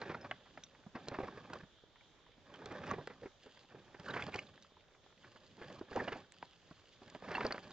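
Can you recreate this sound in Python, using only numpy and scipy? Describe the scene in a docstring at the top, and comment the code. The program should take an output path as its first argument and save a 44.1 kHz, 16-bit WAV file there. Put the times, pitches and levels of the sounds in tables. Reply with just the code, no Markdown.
"""Boots tread and scuff over loose stones in a dry rock tunnel, close to a small stereo microphone.
Gravel grinds as weight rolls over it and sends a rumble through the ground. Stones knock together
under the soles, hard pebbles clink, and the near walls give both a short dull tail.
Stray chips tick and a faint hiss lies below."""
import sys
import numpy as np
from scipy import signal
from scipy.fft import rfft, irfft, next_fast_len
from scipy.io import wavfile

SR = 44100
rng = np.random.default_rng(int(sys.argv[2]) if len(sys.argv) > 2 else 0)


def store_pcm(level_fs):
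    """Save levels as 16-bit WAV."""
    pcm = np.round(np.clip(level_fs, -1, 1) * 32767).astype(np.int16)
    wavfile.write(sys.argv[1], SR, np.atleast_2d(pcm).T)


N = 340452
HIT_SAMPLES = 3072
LEFT_DB, LEFT_LAG_S = -1.93, 3.5e-5   # feet, left re right


def from_db(db):
    """Decibels to gain."""
    return np.exp(np.asarray(db) * np.log(10) / 20)


def rms_one(x):
    """Scaled to rms 1."""
    return x / np.sqrt(np.mean(x ** 2) + 1e-20)


def peak_one(x):
    """Each row scaled to peak 1."""
    return x / np.max(np.abs(x), axis=-1, keepdims=True)


def pan(left_db):
    """Stereo gains for a level of left re right."""
    return from_db([[left_db / 2], [-left_db / 2]])


def at_hz(points, hz):
    """Table read on a log-frequency axis."""
    points_hz, values = np.transpose(points)
    return np.interp(np.log(hz), np.log(points_hz), values)


def band(x, low_hz, high_hz):
    """Gentle band-pass."""
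    return signal.sosfilt(signal.butter(2, [low_hz, high_hz], "band", fs=SR, output="sos"), x)


def lowpass(x, cut_hz):
    """Sixth-order low-pass."""
    return signal.sosfilt(signal.butter(6, cut_hz, fs=SR, output="sos"), x)


def drift(rate_hz):
    """Slow noise, rms 1, one value per 20 samples."""
    pole = np.exp(-2 * np.pi * rate_hz * 20 / SR)
    slow = signal.lfilter([1], [1, -2 * pole, pole * pole], rng.standard_normal(N // 20 + 2002))
    return rms_one(slow[2000:])


def flicker(db):
    """Levels at every 20th sample to a gain per sample."""
    return np.interp(np.arange(N) / 20, np.arange(len(db)), from_db(db))


def ring(drive, hz, t60_s):
    """One mode: a unit click starts a decaying sine of height 1."""
    r, w = from_db(-60 / (t60_s * SR)), 2 * np.pi * hz / SR
    return signal.lfilter([0, np.sin(w)], [1, -2 * r * np.cos(w), r * r], drive + 1e-18)


def coloured(sources, spectrum, coherence, shared_db, own_db, rate_hz):
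    """Mid/side noise to stereo, rms 1; half-octave bands flicker together and on their own."""
    mid_side, together = np.zeros((2, N)), drift(rate_hz)
    edges_hz = 20 * 2 ** np.arange(0, 9.1, .5)
    for k, (low, high) in enumerate(zip(edges_hz, edges_hz[1:])):
        hz = np.sqrt(low * high)
        if spectrum[0][0] < high and low < spectrum[-1][0]:
            alike = np.clip(at_hz(coherence, hz), -1, 1)
            source = sources[k % len(sources)] * np.sqrt([[1 + alike], [1 - alike]])
            gain = flicker(at_hz(spectrum, hz) + shared_db * together + own_db * drift(rate_hz))
            mid_side += band(source, low, high) * gain
    return rms_one(mid_side[0] + mid_side[1] * [[1], [-1]])


def footsteps():
    """Grind and grit levels [dB]: each step holds a steady grind and swells to a crunch at full weight."""
    # steps: (landing [s], time on ground [s], steady grind [dB], landing to full weight [s],
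    # crunch [dB], crunch swell [dB/s], grit re grind [dB])
    steps = [(-0.05, .33, -56, .17, -51.5, 70.5, -19.5), (0.35, .45, -71, 0.092, -71.5, 66, -4),
             (0.999, .59, -58, .21, -49, 80, -14.5), (2.47, .77, -68, .43, -47.5, 38, -8),
             (3.42, 0.22, -71.5, 0.19, -71, 74, 4), (3.712, .3, -67, .06, -61.5, 69, -14),
             (4.05, .36, -55, 0.15, -48, 60, -7), (4.45, .22, -71.5, .1, -66, 64.5, -2.5),
             (5.22, .3, -70.5, 0.084, -72, 69, 0), (5.599, .18, -59, .1, -61.5, 69, -8),
             (5.914, .27, -55, .06, -47, 160.5, -9.5), (6.35, .6, -75.5, 0.11, -76.5, 68, 4),
             (7.022, .14, -64.5, 0.021, -64, 67, -6), (7.24, .5, -58, .17, -44.5, 69.5, -9)]
    land_db_per_s, lift_db_per_s, ease_db_per_s = 301.5, 198, 109.5
    t = np.arange(0, N, 40) / SR
    land_s, stay_s, hold_db, full_s, peak_db, swell_db_per_s, grit_db = np.transpose(steps)[:, :, None]
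    onset_db = land_db_per_s * np.maximum(land_s - t, 0)
    steady_db = hold_db - onset_db - lift_db_per_s * np.maximum(t - land_s - stay_s, 0)
    late_s = t - land_s - full_s
    off_peak_db = swell_db_per_s * np.maximum(-late_s, 0) + ease_db_per_s * np.maximum(late_s, 0)
    crunch_db = peak_db - onset_db - off_peak_db
    grind = from_db(steady_db) ** 2 + from_db(crunch_db) ** 2
    grit = from_db(steady_db + grit_db) ** 2 + from_db(crunch_db + grit_db - 13.5) ** 2   # duller crunch
    return [np.interp(np.arange(N) / SR, t, 10 * np.log10(power.sum(axis=0))) for power in (grind, grit)]


def grains(per_s, spread_db, smooth):
    """Slips between pebbles: random clicks of uneven size over smooth noise."""
    sizes = from_db(spread_db * np.minimum(rng.exponential(1, (2, N)), 5)) * rng.choice([-1, 1], (2, N))
    slips = sizes * (rng.random(N) < per_s / SR)
    return [rms_one(slips) + smooth * rng.standard_normal((2, N))]


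def gravel(grind_db, grit_db):
    """Gravel grinding under load, its rumble through the ground and fine grit on top."""
    # spectra: (frequency [Hz], relative density [dB])
    grind_spectrum = [(90, -20.5), (150, 4), (520, 7.5), (800, 3.5), (1500, 0), (2500, -11.5),
                      (4000, -21.5), (6000, -49.5)]
    rumble_spectrum = [(20, -40.5), (50, -18.5), (100, -0.5), (200, -1), (350, -9), (700, -31.5)]
    grit_spectrum = [(1500, -20), (2500, -2), (3500, 0), (5000, -6), (6500, -13), (8000, -30), (9000, -45)]
    # stereo image: (frequency [Hz], left-right coherence [0..1])
    coherence = [(30, .1), (100, .975), (250, .995), (1000, .99), (4000, .93), (8000, .8)]
    ground_lag_s, ground_rest_db = .017, -77.5
    pole = np.exp(-1 / (ground_lag_s * SR))
    rumble_db = -63 + .85 * signal.lfilter([1 - pole], [1, -pole], grind_db + 58)   # trails the grind
    rumble_gain = np.hypot(from_db(rumble_db), from_db(ground_rest_db))
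    coarse = grains(per_s=1300, spread_db=3.8, smooth=.85)
    grind = coloured(coarse, grind_spectrum, coherence, shared_db=2.6, own_db=1.8, rate_hz=30)
    noise = rng.standard_normal((2, 2, N))
    rumble = coloured(noise, rumble_spectrum, coherence, shared_db=2.5, own_db=2, rate_hz=14)
    fine = grains(per_s=700, spread_db=4.5, smooth=.7)
    grit = coloured(fine, grit_spectrum, coherence, shared_db=2.2, own_db=1.5, rate_hz=40)
    return from_db(grind_db) * grind + rumble_gain * rumble + from_db(grit_db) * grit


def settling(per_s=60, band_db=-82):
    """Stray chips slip: faint ticks of three sizes, a few ms each."""
    bands_hz = [(400, 1100), (900, 2200), (1800, 4000)]
    slips = rng.random((3, N)) < per_s / 3 / SR
    ticks = slips * from_db(3 * np.minimum(rng.exponential(1, (3, N)), 3))
    rattles = signal.lfilter([1], [1, -.995], ticks) * rng.standard_normal((3, N))
    return from_db(band_db) * sum(rms_one(band(rattle, *hz)) for rattle, hz in zip(rattles, bands_hz))


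def hiss(broad_db=-69.5, bright_db=-74.5):
    """Faint, slightly wavering floor with a brighter band in the low treble."""
    # floor: (frequency [Hz], relative density [dB])
    spectrum = [(20, 0.5), (75, 0.5), (250, -9.5), (450, -2), (850, -10), (1500, -10), (2500, -15),
                (4300, -18), (6000, -17.5), (7500, -31.5), (9000, -45)]
    # stereo image: (frequency [Hz], left-right coherence [0..1])
    coherence = [(30, 0.1), (120, 0.33), (500, 0.89), (2000, 0.68), (4200, 0.15), (8500, 0.064)]
    noise = rng.standard_normal((2, 2, N))
    broad = coloured(noise, spectrum, coherence, shared_db=1.2, own_db=1.2, rate_hz=4)
    mid, side = rng.standard_normal((2, N))
    bright = rms_one(band(mid + .5 * side * [[1], [-1]], 3050, 3850))
    bright *= flicker(bright_db + 2.4 * drift(rate_hz=4.1))
    return lowpass((from_db(broad_db) * broad + bright) * pan(-2.2), 7150)


def clinks():
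    """Small hard pebbles collide: a brief broad snap and a bright ring of two close modes."""
    # pebble hits: (time [s], ring peak [dB], pitch [Hz], snap peak [dB], left re right [dB], t60 [s])
    hits = [(0.0152, -44, 4050, -52, -3, .012), (0.2125, -53, 5150, -66, 2, 0.052),
            (0.312, -39, 2960, -42.5, 6, 0.011), (0.6362, -43, 3700, -44, 2, 0.01),
            (0.6364, -46, 5730, -49, -2, .055), (0.6366, -52, 6370, -62, 4, 0.027),
            (0.664, -60, 3720, -66, -.5, .02), (1.0847, -40, 4060, -31, -2, 0.016),
            (1.5343, -55, 3850, -36, 1, .025), (2.54, -51, 3160, -55, -3, 0.02),
            (2.5589, -55, 3060, -51, -5, 0.02), (2.6579, -52, 3430, -42, -2, 0.029),
            (2.722, -57, 3000, -50.5, 3, .03), (2.8675, -52, 2640, -48, 3, 0.022),
            (2.876, -58, 4300, -47, -2, 0.028), (2.9124, -42.5, 6200, -56, 6, 0.012),
            (3.0728, -52, 4270, -44.5, -2, .018), (3.9977, -57, 3050, -44, -3, 0.025),
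            (4.0557, -65, 3350, -59, -2, .022), (4.0866, -47, 2930, -54, -2, .02),
            (4.1064, -42, 3840, -57, -4, 0.018), (4.137, -45, 3200, -46, -4, .02),
            (4.2232, -42.5, 3390, -44.5, -2, .018), (4.3221, -52, 3600, -60, -3, .01),
            (4.3432, -42, 2460, -38, -3, .045), (4.345, -55, 4460, -46, -4, .04),
            (4.3588, -45.5, 4420, -40, -2, .014), (4.3595, -43, 3100, -41, -3, .016),
            (4.391, -43, 2860, -41.5, -5, .04), (4.392, -61.5, 4470, -54, -5, .035),
            (4.4681, -54, 3580, -66, -9, 0.023), (4.6242, -60, 3760, -50.5, -4, .025),
            (5.7264, -69, 3420, -50.5, -6, .025), (5.9608, -50, 2820, -40.5, 1, 0.017),
            (6.0814, -36, 2890, -63, -1, 0.024), (6.125, -47, 2800, -47, -2, .018),
            (6.3215, -48, 8040, -44, -5, .008), (7.0618, -67, 3240, -56, -5, .025),
            (7.0999, -61, 3600, -46, -3, 0.024), (7.316, -60, 4500, -43, -2, .02),
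            (7.343, -45, 3000, -60, -2, .025), (7.3512, -43, 4200, -56, -2, .017),
            (7.3515, -33, 2700, -60, -2, .045), (7.36, -48, 4450, -62, -2, .02),
            (7.4483, -43, 4900, -52, 1, .017), (7.4657, -30, 4650, -40, 0, .009),
            (7.509, -49, 2970, -67, -5, .02), (7.5224, -30, 4500, -44, 0, .015),
            (7.7148, -51.5, 3700, -63, -3, 0.018)]
    out, t = np.zeros((2, N + HIT_SAMPLES)), np.arange(HIT_SAMPLES) / SR
    for time_s, ring_db, hz, snap_db, pan_db, t60_s in hits:
        crack = rng.standard_normal(HIT_SAMPLES) * from_db(-60 * t / min(.9 * t60_s, .016))
        blow = (t == 0) + .3 * crack
        modes = ring(blow, hz, t60_s) + .4 * ring(blow, 1.05 * hz, t60_s / 2)
        pebble = band(modes, hz / 1.2, hz * 1.2)
        first_contact = 1 + .8 * np.exp(-t / .0005)
        snap = lowpass(band(crack * first_contact, 1500, 6000), 7800)
        clink = from_db(ring_db) * peak_one(pebble) + from_db(snap_db) * peak_one(snap)
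        at = round(time_s * SR)
        out[:, at:at + HIT_SAMPLES] += clink * pan(pan_db)
    return out[:, :N]


def knocks(extra_hits, press_s=.02, press_db=-12):
    """Blunt stones knock under the soles: a dying rattle feeds a short ring, thud, clack and chips."""
    # stone hits: (time [s], ring peak [dB], pitch [Hz], thud peak [dB], clack peak [dB], rattle t60 [s])
    hits = [(0.016, -37.5, 436, -47, -35, 0.081), (0.095, -38.5, 328, -38.5, -37.5, 0.11),
            (0.145, -38, 1400, -38, -35.5, 0.051), (0.245, -43.5, 574, -48, -40.5, 0.072),
            (0.3117, -36, 650, -48, -27, 0.021), (0.314, -35.5, 2110, -70, -48, 0.022),
            (0.321, -44, 1500, -70, -47, 0.045), (0.457, -69, 935, -78, -53.5, 0.067),
            (0.574, -42.5, 1680, -44.5, -40, 0.033), (0.749, -76, 511, -76, -52, 0.035),
            (0.863, -44.5, 190, -48.5, -73, .026), (0.953, -39, 265, -39.5, -38.5, 0.082),
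            (1.07, -56, 600, -44, -46, 0.038), (1.083, -36.5, 350, -36, -50, 0.018),
            (1.114, -42.5, 232, -35, -49, 0.073), (1.142, -45, 896, -57, -36, 0.085),
            (1.187, -31, 376, -29, -40, 0.021), (1.201, -46, 403, -32, -43, .04),
            (1.233, -37, 415, -36.5, -42, 0.079), (1.282, -40, 1090, -44, -43.5, 0.05),
            (1.373, -45.5, 400, -45, -47, 0.068), (1.499, -54.5, 480, -42, -48, 0.053),
            (1.532, -39, 1370, -44, -39.5, 0.057), (1.634, -45.5, 181, -53, -50, .039),
            (1.837, -56, 384, -55, -70, 0.017), (2.008, -59, 2200, -70, -59, 0.044),
            (2.264, -60, 1000, -75, -58, 0.027), (2.292, -60, 500, -68, -75, .02),
            (2.378, -61, 245, -61, -73, 0.028), (2.541, -56, 223, -64, -47.5, 0.093),
            (2.619, -54, 800, -47, -60, 0.057), (2.658, -45, 408, -44, -42, 0.043),
            (2.709, -45.5, 312, -42, -43, .1), (2.725, -47, 810, -50, -48, 0.074),
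            (2.752, -52, 700, -49, -50, 0.065), (2.803, -53, 535, -47, -54, 0.056),
            (2.835, -46, 1300, -48.5, -48, 0.071), (2.869, -56.5, 396, -63, -43, 0.16),
            (2.911, -27, 1133, -33.5, -32.5, 0.057), (2.935, -36.5, 395, -52, -39, 0.06),
            (2.982, -40.5, 387, -36.5, -63, 0.054), (3.073, -37.5, 424, -65, -34, 0.028),
            (3.101, -46, 437, -52, -44, 0.1), (3.219, -46, 430, -59, -64, 0.064),
            (3.233, -42, 406, -55, -45.5, 0.052), (3.257, -38, 402, -66, -46.5, 0.069),
            (3.46, -49.5, 430, -57, -51.5, 0.11), (3.572, -54, 1880, -68, -54, .027),
            (3.745, -45, 433, -53.5, -75, 0.091), (3.944, -47.5, 386, -75, -46.5, 0.049),
            (3.997, -47.5, 174, -52, -49, 0.095), (4.061, -42.5, 1520, -65, -80, 0.042),
            (4.084, -37, 1380, -46, -52, 0.076), (4.097, -40, 1540, -40.5, -42, 0.1),
            (4.137, -37, 1540, -39, -39, 0.13), (4.162, -36.5, 470, -63, -31.5, 0.11),
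            (4.191, -43, 1370, -58, -37, .14), (4.222, -33, 2200, -63, -39, 0.036),
            (4.266, -47, 180, -43, -43, 0.04), (4.28, -48, 231, -37.5, -58, 0.044),
            (4.329, -47, 2200, -56, -51, .06), (4.341, -34, 2270, -46, -37, 0.048),
            (4.352, -38.5, 457, -35, -37, 0.038), (4.384, -47, 400, -48, -45, 0.031),
            (4.388, -31, 2220, -50, -56, 0.047), (4.577, -55, 1700, -60, -53, 0.02),
            (4.647, -52.5, 1320, -80, -68, 0.018), (4.72, -57.5, 450, -62, -68, .022),
            (4.768, -54, 890, -57.5, -57, 0.022), (5.243, -51, 1570, -55, -49, 0.063),
            (5.359, -59, 393, -72, -49, 0.058), (5.579, -55, 404, -52, -67, 0.046),
            (5.615, -43.5, 385, -63, -42, .11), (5.701, -51, 514, -46, -47.5, 0.062),
            (5.811, -40, 342, -36.5, -63, 0.026), (5.914, -42, 374, -47, -48, 0.1),
            (5.955, -42, 510, -39, -53, .03), (5.96, -28.5, 524, -34.5, -37.5, .07),
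            (5.972, -32, 806, -37, -47, 0.1), (6.0, -31.5, 1790, -33, -45, .06),
            (6.017, -33.5, 504, -47, -60, 0.12), (6.078, -35, 675, -38, -32, .063),
            (6.12, -40, 370, -42, -35, 0.088), (6.155, -42, 270, -40.5, -48, .058),
            (6.4262, -37, 940, -41.5, -36.5, 0.017), (6.71, -53.5, 181, -45, -78, 0.021),
            (7.017, -54, 334, -49, -66, 0.092), (7.149, -55, 660, -38, -41, 0.025),
            (7.159, -56, 180, -43, -48, 0.023), (7.223, -41, 577, -50, -58, 0.027),
            (7.241, -49, 1800, -67, -56, .025), (7.279, -47, 273, -39.5, -42.5, 0.12),
            (7.307, -37.5, 414, -55, -34.5, 0.17), (7.35, -27.5, 1580, -44, -29.5, 0.049),
            (7.37, -50, 2890, -48, -34.5, 0.023), (7.38, -29.5, 960, -64, -32.5, 0.017),
            (7.407, -31, 990, -46, -29.5, 0.048), (7.43, -43, 1480, -42, -36.5, 0.067),
            (7.449, -30, 420, -28, -31, 0.056), (7.507, -40, 517, -42, -31, 0.053),
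            (7.523, -45, 1590, -59, -31, 0.017), (7.544, -47.5, 850, -41, -39.5, 0.086),
            (7.58, -40.5, 1780, -66, -38, 0.022), (7.706, -48, 1100, -55, -48, 0.021)]
    time_s, ring_db, pitch_hz, thud_db, clack_db, t60_s = np.transpose(hits + extra_hits)[:, :, None]
    t60_s = np.clip(t60_s, .008, .15)
    noise = rng.standard_normal((len(time_s), 3, HIT_SAMPLES))
    t = np.arange(HIT_SAMPLES) / SR - press_s
    # stones grate just before a long knock
    grating = from_db(press_db) * np.clip(t60_s / .03 - 1, 0, 1) * np.exp(4 * np.minimum(t, 0) / press_s)
    t = np.maximum(t, 0)
    rise_s = .0004 * (t60_s / .035) ** 2   # short knocks start at once, long scuffs build up
    swell = grating + (1 - grating) * (1 - np.exp(-t / rise_s))
    drives = noise[:, 0] * swell * from_db(-60 * t / (.34 * t60_s))
    stone = peak_one([ring(drive, hz, .011 + 4 / hz) - .6 * ring(drive, 1.23 * hz, .005 + 4 / hz)
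                      for drive, hz in zip(drives, pitch_hz[:, 0])])
    long_rattle = noise[:, 1] * swell * from_db(-60 * t / (1.74 * t60_s)) + 1e-18
    thud = peak_one(band(band(long_rattle, 100, 850), 67, 1800))
    first_contact = 1 + 1.8 * np.exp(-t / .0005) * (t > 0)
    rattle = noise[:, 2] * swell * first_contact * from_db(-60 * t / t60_s) + 1e-18
    chips = from_db(-17) * peak_one(lowpass(band(rattle, 1700, 5400), 5660))
    clack = peak_one(band(band(rattle, 600, 2360), 510, 2390))
    sounds = from_db(ring_db) * stone + from_db(thud_db) * thud + from_db(clack_db) * (clack + chips)
    starts = ((time_s[:, 0] - press_s) * SR).astype(int) + HIT_SAMPLES
    out = np.zeros((2, N + 2 * HIT_SAMPLES))
    for at, knock, lean in zip(starts, sounds, noise[:, 0, 0]):
        out[:, at:at + HIT_SAMPLES] += knock * pan(LEFT_DB + .8 * lean)
    return out[:, HIT_SAMPLES:N + HIT_SAMPLES]


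def small_stones(grind_db, count=30, above_grind_db=2):
    """Rows for knocks(): lesser random hits, likeliest where the weight bears."""
    when, pitch, thud, clack, length = rng.random((count, 5)).T
    odds = np.cumsum(from_db(grind_db))
    at = np.searchsorted(odds, when * odds[-1]).clip(0, N - 1)
    ring_db = grind_db[at] + above_grind_db
    pitch_hz, t60_s = 200 * 4 ** pitch, .025 + .036 * length
    return list(zip(at / SR, ring_db, pitch_hz, ring_db - 12 * thud, ring_db - 12 * clack, t60_s))


def walls(x, t60_s=.15, side_gain=.37):
    """Rough rock close by scatters a short dull tail, slightly different left and right."""
    t = np.arange(int(t60_s * SR)) / SR
    decay = from_db(-60 * t / t60_s) * (t > .003)
    mid, side = band(rng.standard_normal((2, len(t))), 140, 2800) * decay
    tail = mid + side_gain * side * [[1], [-1]]
    tail /= np.sqrt(np.sum(tail ** 2, axis=1, keepdims=True))
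    return signal.fftconvolve(x, tail, axes=1)[:, :N]


def delay(x, lag_s):
    """Fractional delay by phase shift."""
    size = next_fast_len(N + HIT_SAMPLES)
    shift = np.exp(-2j * np.pi * np.fft.rfftfreq(size, 1 / SR) * lag_s)
    return irfft(rfft(x, size) * shift, size)[:N]


def scene():
    """Stone hits with their wall tail, loose gravel and hiss."""
    grind_db, grit_db = footsteps()
    hits = knocks(small_stones(grind_db)) + clinks()
    loose = lowpass(gravel(grind_db, grit_db) + settling(), 6790)
    feet = hits + from_db(-24.5) * walls(hits) + loose * pan(LEFT_DB)
    feet[0] = delay(feet[0], LEFT_LAG_S)
    return feet + hiss()


def record(dry):
    """Soft clipping, a steep low-pass and a trace of white converter noise."""
    ceiling, cut_hz, noise_db = .09, 9600, -104
    rounded = ceiling * np.tanh(dry / ceiling)
    noise = from_db(noise_db) * rng.standard_normal(dry.shape)
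    return signal.sosfilt(signal.cheby2(12, 70, cut_hz, fs=SR, output="sos"), rounded) + noise


dry = scene()
out = record(dry)
store_pcm(out)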